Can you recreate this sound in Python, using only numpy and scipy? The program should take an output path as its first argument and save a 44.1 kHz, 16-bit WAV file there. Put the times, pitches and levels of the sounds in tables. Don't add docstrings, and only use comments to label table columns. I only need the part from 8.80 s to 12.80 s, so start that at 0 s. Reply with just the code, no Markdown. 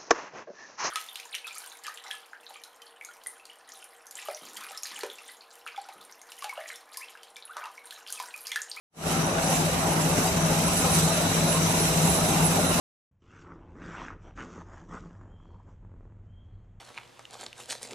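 import sys
import numpy as np
from scipy import signal
from scipy.fft import rfft, irfft
from scipy.io import wavfile
from scipy.ndimage import uniform_filter1d

SR = 44100
rng = np.random.default_rng(int(sys.argv[2]) if len(sys.argv) > 2 else 0)


def digitize_waveform(pressure):
    field = np.atleast_2d(pressure).T
    bounded = np.clip(field, -1, 1)
    quanta = np.round(bounded * 32767).astype(np.int16)
    wavfile.write(sys.argv[1], SR, quanta)


N = 176400
T = np.arange(N) / SR

DRIVE_PITCHES = [157.62, 159.71, 162.58, 172.71]
DRIVE_LEVELS = [-34, -38, -41.5, -33.5]
# pitch_hz, level_db
MOTOR_TONES = [(49.0, -53.5), (98.25, -42.5), (247.8, -46), (270.09, -48), (337.8, -48), (432.56, -47.5),
               (659.1, -45.5), (1201, -55)]
# time_s, gain_db
HUM_ENVELOPE = [(.3, -5), (1.2, -2.5), (2.2, -1), (4, -0.5)]
# peak_s, gain_db
THROB_SURGES = [(.865, 1), (1.655, 2.5), (2.21, 2.5), (2.82, 3), (3.21, 2.5), (3.63, 1.7)]
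# frequency_hz, density_db
ROAR_SPECTRUM = [(20, -22), (36, -25), (47, -2), (62, 0.2), (80, -2), (120, -2), (152, 2), (178, 1),
                 (198, -0.4), (222, 2.5), (310, -1.5), (460, -3.5), (560, -1.5), (660, 1), (710, -2),
                 (780, .5), (890, -3.5), (1000, -3), (1110, -7), (1200, -5.5), (1270, -7.5), (1370, -6.5),
                 (1750, -14), (3000, -18.5), (8000, -45)]
# frequency_hz, share
HUM_COUPLING = [(60, 0.75), (250, 0.24), (800, 0.039)]
# time_s, gain_db
BODY_ENVELOPE = [(.3, 2), (.55, 0), (.85, 3), (.94, -2), (1.05, 3), (1.38, 2), (1.47, -4.5), (1.6, 0),
                 (2, -0.5), (2.2, 0.5), (2.5, -5), (2.6, 1.5), (3, 0), (3.25, 0), (3.45, 0.5), (3.9, 1.5)]
# time_s, gain_db
MIDDLE_ENVELOPE = [(.3, -0.5), (.45, -1), (.67, 1), (.95, -2), (1.1, 2.5), (1.2, 0.5), (1.4, -0.5),
                   (1.78, -2.5), (1.95, -0.5), (2.2, -.5), (2.4, -0.5), (2.7, -1.5), (3.1, 1.5), (3.35, -1),
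                   (3.5, 0.5), (4, .3)]
# frequency_hz, density_db
HISS_SPECTRUM = [(600, -16), (1800, -2.5), (2800, 1.65), (3350, -4.5), (4600, -4), (4950, -1.5),
                 (6000, -2.2), (6900, -1.5), (7700, 2.5), (8050, 0), (8400, -0.5), (8800, -3.5), (9700, -4),
                 (11000, -6.5), (12200, -6), (14200, -10)]
# time_s, gain_db
RUB_ENVELOPE = [(.28, -2.5), (.57, -6.5), (.73, 2), (.93, -2.5), (1.1, -1), (1.47, 2), (1.57, -3.5),
                (1.7, -0.5), (1.8, -1), (1.95, 3), (2.08, 1.5), (2.19, 5), (2.29, 0.5), (2.45, 0),
                (2.68, 0.5), (2.85, 1), (3.03, 2), (3.3, 3), (3.78, 1.5), (4, 2.5)]
# frequency_hz, factor
RUB_COUPLING = [(2000, 0.42), (6000, 0.82), (13000, 1.17)]
# time_s, gain_db
LOW_RASP_ENVELOPE = [(.3, -6), (.6, -3.5), (.85, -2), (1.15, -7), (1.6, -3.5), (2, 0), (2.18, 4), (2.45, 1),
                     (2.6, 2.5), (2.72, 2), (2.8, -0.5), (3.05, 0.5), (3.15, 0.5), (3.38, 1), (3.72, -3),
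                     (3.86, 4), (3.94, -1)]
# time_s, gain_db
HIGH_RASP_ENVELOPE = [(.28, -4.5), (.4, -1.5), (.57, -5), (.72, 2.5), (.85, -3.5), (1.25, -5), (1.38, .5),
                      (1.55, -2.5), (1.6, 2.5), (1.75, -1), (2.12, 1.5), (2.19, 5), (2.26, 0.5), (2.42, -4),
                      (2.55, 2), (2.65, -1), (2.78, -1), (2.83, 3), (3.2, 1), (3.3, -3), (3.4, -1.5),
                      (3.55, -1.5), (4, -2.5)]
# pitch_hz, width_hz, level_db, left_minus_right_db
WIRE_MODES = [(3820, 45, -55, 4), (8400, 200, -53, -6), (10070, 230, -43.5, -9), (10400, 190, -49.5, -8)]
# peak_s, half_length_s, level_db
SQUEAKS = [(0.306, 0.053, -45), (0.74, 0.033, -40), (1.87, 0.025, -35), (1.985, 0.063, -37),
           (2.155, 0.045, -32), (2.362, 0.041, -35), (2.707, 0.071, -31.5), (3.019, 0.024, -30.5),
           (3.3, 0.019, -32.5), (3.36, 0.065, -34.5), (3.662, 0.028, -27), (3.89, 0.06, -36)]
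# peak_s, half_length_s, pitch_hz, level_db
METAL_RINGS = [(0.692, 0.1, 770, -37.5), (1.462, .03, 740, -35), (1.68, .035, 640, -34),
               (2.44, .1, 659, -37.5), (2.683, .07, 659, -36.5), (2.766, .06, 1060, -38.5),
               (3.298, 0.049, 771, -34)]
# frequency_hz, correlation
STEREO_CORRELATION = [(60, 0.95), (170, 0.98), (270, 0.92), (440, 0.74), (720, 0.58), (1180, 0.05),
                      (1900, 0.02)]
# frequency_hz, left_minus_right_db
STEREO_BALANCE = [(60, 2.8), (210, 1.3), (380, 3.5), (750, 1), (1130, 1), (1800, -3.5), (2600, -2.5),
                  (3200, -1), (4100, 0), (5000, 3.5), (6000, 1), (6900, -2), (7650, -5.5), (8400, -9),
                  (9000, -6), (12000, -5), (14000, -1.5)]
# time_s, gain_db
FADE_IN = [(.1, -70), (.13, -41), (.17, -18.5), (.23, -7.5), (.27, 1), (.3, 2.5)]


def drive_hum(in_step_s=3.641, drift_share=0.00023, surge_s=0.041):
    hum, start_turns = np.zeros(N), rng.random()
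    for hz, db in list(zip(DRIVE_PITCHES, DRIVE_LEVELS)) + MOTOR_TONES:
        drift_s = drift_share * np.cumsum(wander(rate_hz=7.1)) / SR
        turns = hz * (T - in_step_s + drift_s) + start_turns
        gain = amp(db + 0.23 * wander(rate_hz=8.2))
        hum += gain * np.sqrt(2) * np.cos(2 * np.pi * turns)
    surges_db = sum(db * np.exp(-((T - peak_s) / surge_s) ** 2) for peak_s, db in THROB_SURGES)
    return hum * amp(curve(HUM_ENVELOPE) + surges_db) * pan(left_db=2.36)


def drum_roar(level_db=-29.5, flicker_db=0.74):
    def swell_db(t, hz):
        bass = curve(HUM_ENVELOPE, t) * spectrum_at(HUM_COUPLING, hz)
        body = curve(BODY_ENVELOPE, t) * band(hz, centre_hz=284)
        middle = curve(MIDDLE_ENVELOPE, t) * band(hz, centre_hz=685)
        return bass + body + middle
    roar = shaped_noise(ROAR_SPECTRUM, swell_db, patch_db=0.86, ring_db=2.5, size=1024)
    return amp(level_db) * evened(roar * amp(flicker_db * wander(rate_hz=41)))


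def wire_hiss(level_db=-32.5, flutter_hz=22.35, flutter_db=1, surge_db=0.83):
    def rub_db(t, hz):
        return curve(RUB_ENVELOPE, t) * spectrum_at(RUB_COUPLING, hz)
    friction = shaped_noise(HISS_SPECTRUM, rub_db, patch_db=0.44, ring_db=2.5, size=512)
    flutter = flutter_db * np.sin(2 * np.pi * (flutter_hz * T + rng.random()))
    return amp(level_db) * evened(friction * amp(flutter + surge_db * wander(rate_hz=13.5)))


def wire_rasps():
    low = resonance(hz=3930, width_hz=720, level_db=-43, left_db=-1)
    high = resonance(hz=5980, width_hz=1050, level_db=-40, left_db=14)
    return low * amp(curve(LOW_RASP_ENVELOPE)) + high * amp(curve(HIGH_RASP_ENVELOPE))


def wire_whine(waver_db=1.5):
    rub_db = curve(RUB_ENVELOPE)
    return sum(resonance(*mode) * amp(rub_db + waver_db * wander(rate_hz=13)) for mode in WIRE_MODES)


def wire_squeaks(pitch_hz=10100, jitter_hz=45, rough_db=2.5):
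    envelope = sum(amp(db) * pulse(peak_s, half_s) for peak_s, half_s, db in SQUEAKS)
    sides = []
    for side in range(2):
        tone = np.sin(phase(pitch_hz + jitter_hz * wander(rate_hz=186.5)))
        sides.append(evened(tone * amp(rough_db * wander(rate_hz=310))))
    return envelope * np.array(sides) * pan(left_db=-13)


def metal_rings(jitter_hz=18):
    rings = np.zeros(N)
    for peak_s, half_s, hz, db in METAL_RINGS:
        tone = np.sqrt(2) * np.sin(phase(hz + jitter_hz * wander(rate_hz=40)))
        rings += amp(db) * pulse(peak_s, half_s) * tone
    return rings * pan(left_db=4)


def resonance(hz, width_hz, level_db, left_db):
    angle = phase(hz * (1 + 0.002188 * wander(rate_hz=9.63)))
    sides = [wander(width_hz / 2) * np.cos(angle) + wander(width_hz / 2) * np.sin(angle)
             for side in range(2)]
    return np.array(sides) * pan(left_db) * amp(level_db)


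def shaped_noise(spectrum, envelope_db, patch_db, ring_db, size):
    hop = size // 4
    t, hz = np.arange(N // hop + 5) * hop / SR, np.fft.rfftfreq(size, 1 / SR)
    shape = len(t), len(hz)
    gain_db = envelope_db(t[:, None], hz) + patch_db * patches(shape, frames=2, bins=16)
    gain_db += ring_db * patches(shape, frames=12, bins=2)
    real, imaginary = rng.standard_normal((2, 2, *shape))
    spectrogram = ((real + 1j * imaginary) * amp(gain_db)).transpose(0, 2, 1)
    _, noises = signal.istft(spectrogram, nperseg=size, noverlap=size - hop)
    left, independent = rfft(noises[:, :N])
    f = np.fft.rfftfreq(N, 1 / SR)
    correlation = spectrum_at(STEREO_CORRELATION, f)
    right = correlation * left + np.sqrt(1 - correlation ** 2) * independent
    colour = amp(spectrum_at(spectrum, f)) * pan(spectrum_at(STEREO_BALANCE, f))
    return evened(irfft(np.array([left, right]) * colour, N))


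def patches(shape, frames, bins):
    smooth_in_time = uniform_filter1d(rng.standard_normal(shape), frames, axis=0)
    return evened(uniform_filter1d(smooth_in_time, bins, axis=1))


def wander(rate_hz):
    f = np.fft.rfftfreq(N, 1 / SR)
    low_pass = (f > 0) * np.exp(-(f / rate_hz) ** 2)
    return evened(irfft(rfft(rng.standard_normal(N)) * low_pass, N))


def phase(hz):
    return 2 * np.pi * np.cumsum(hz) / SR


def pulse(peak_s, half_s):
    return np.exp(-2 * ((T - peak_s) / half_s) ** 2)


def band(hz, centre_hz, octaves=0.5):
    return np.exp(-(np.log2((hz + 1) / centre_hz) / octaves) ** 2)


def curve(points, t=T):
    return np.interp(t, *np.transpose(points))


def spectrum_at(points, hz):
    f, value = np.transpose(points)
    return np.interp(np.log(hz + 1), np.log(f + 1), value)


def pan(left_db):
    gains = amp(np.array([left_db, -left_db]).reshape(2, -1) / 2)
    return gains / np.sqrt((gains ** 2).mean(0))


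def amp(db):
    return 10 ** (np.asarray(db) / 20)


def evened(x):
    return x / np.sqrt(np.mean(x ** 2) + 1e-20)


def scene():
    return (drive_hum() + drum_roar() + wire_hiss() + wire_rasps()
            + wire_whine() + wire_squeaks() + metal_rings())


def record(dry):
    faded = dry * amp(curve(FADE_IN)) * (T > FADE_IN[0][0])
    low_pass = signal.firwin(511, cutoff=14300, window=("kaiser", 9), fs=SR)
    return signal.oaconvolve(faded, low_pass[None], "same")


dry = scene()
out = record(dry)
digitize_waveform(out)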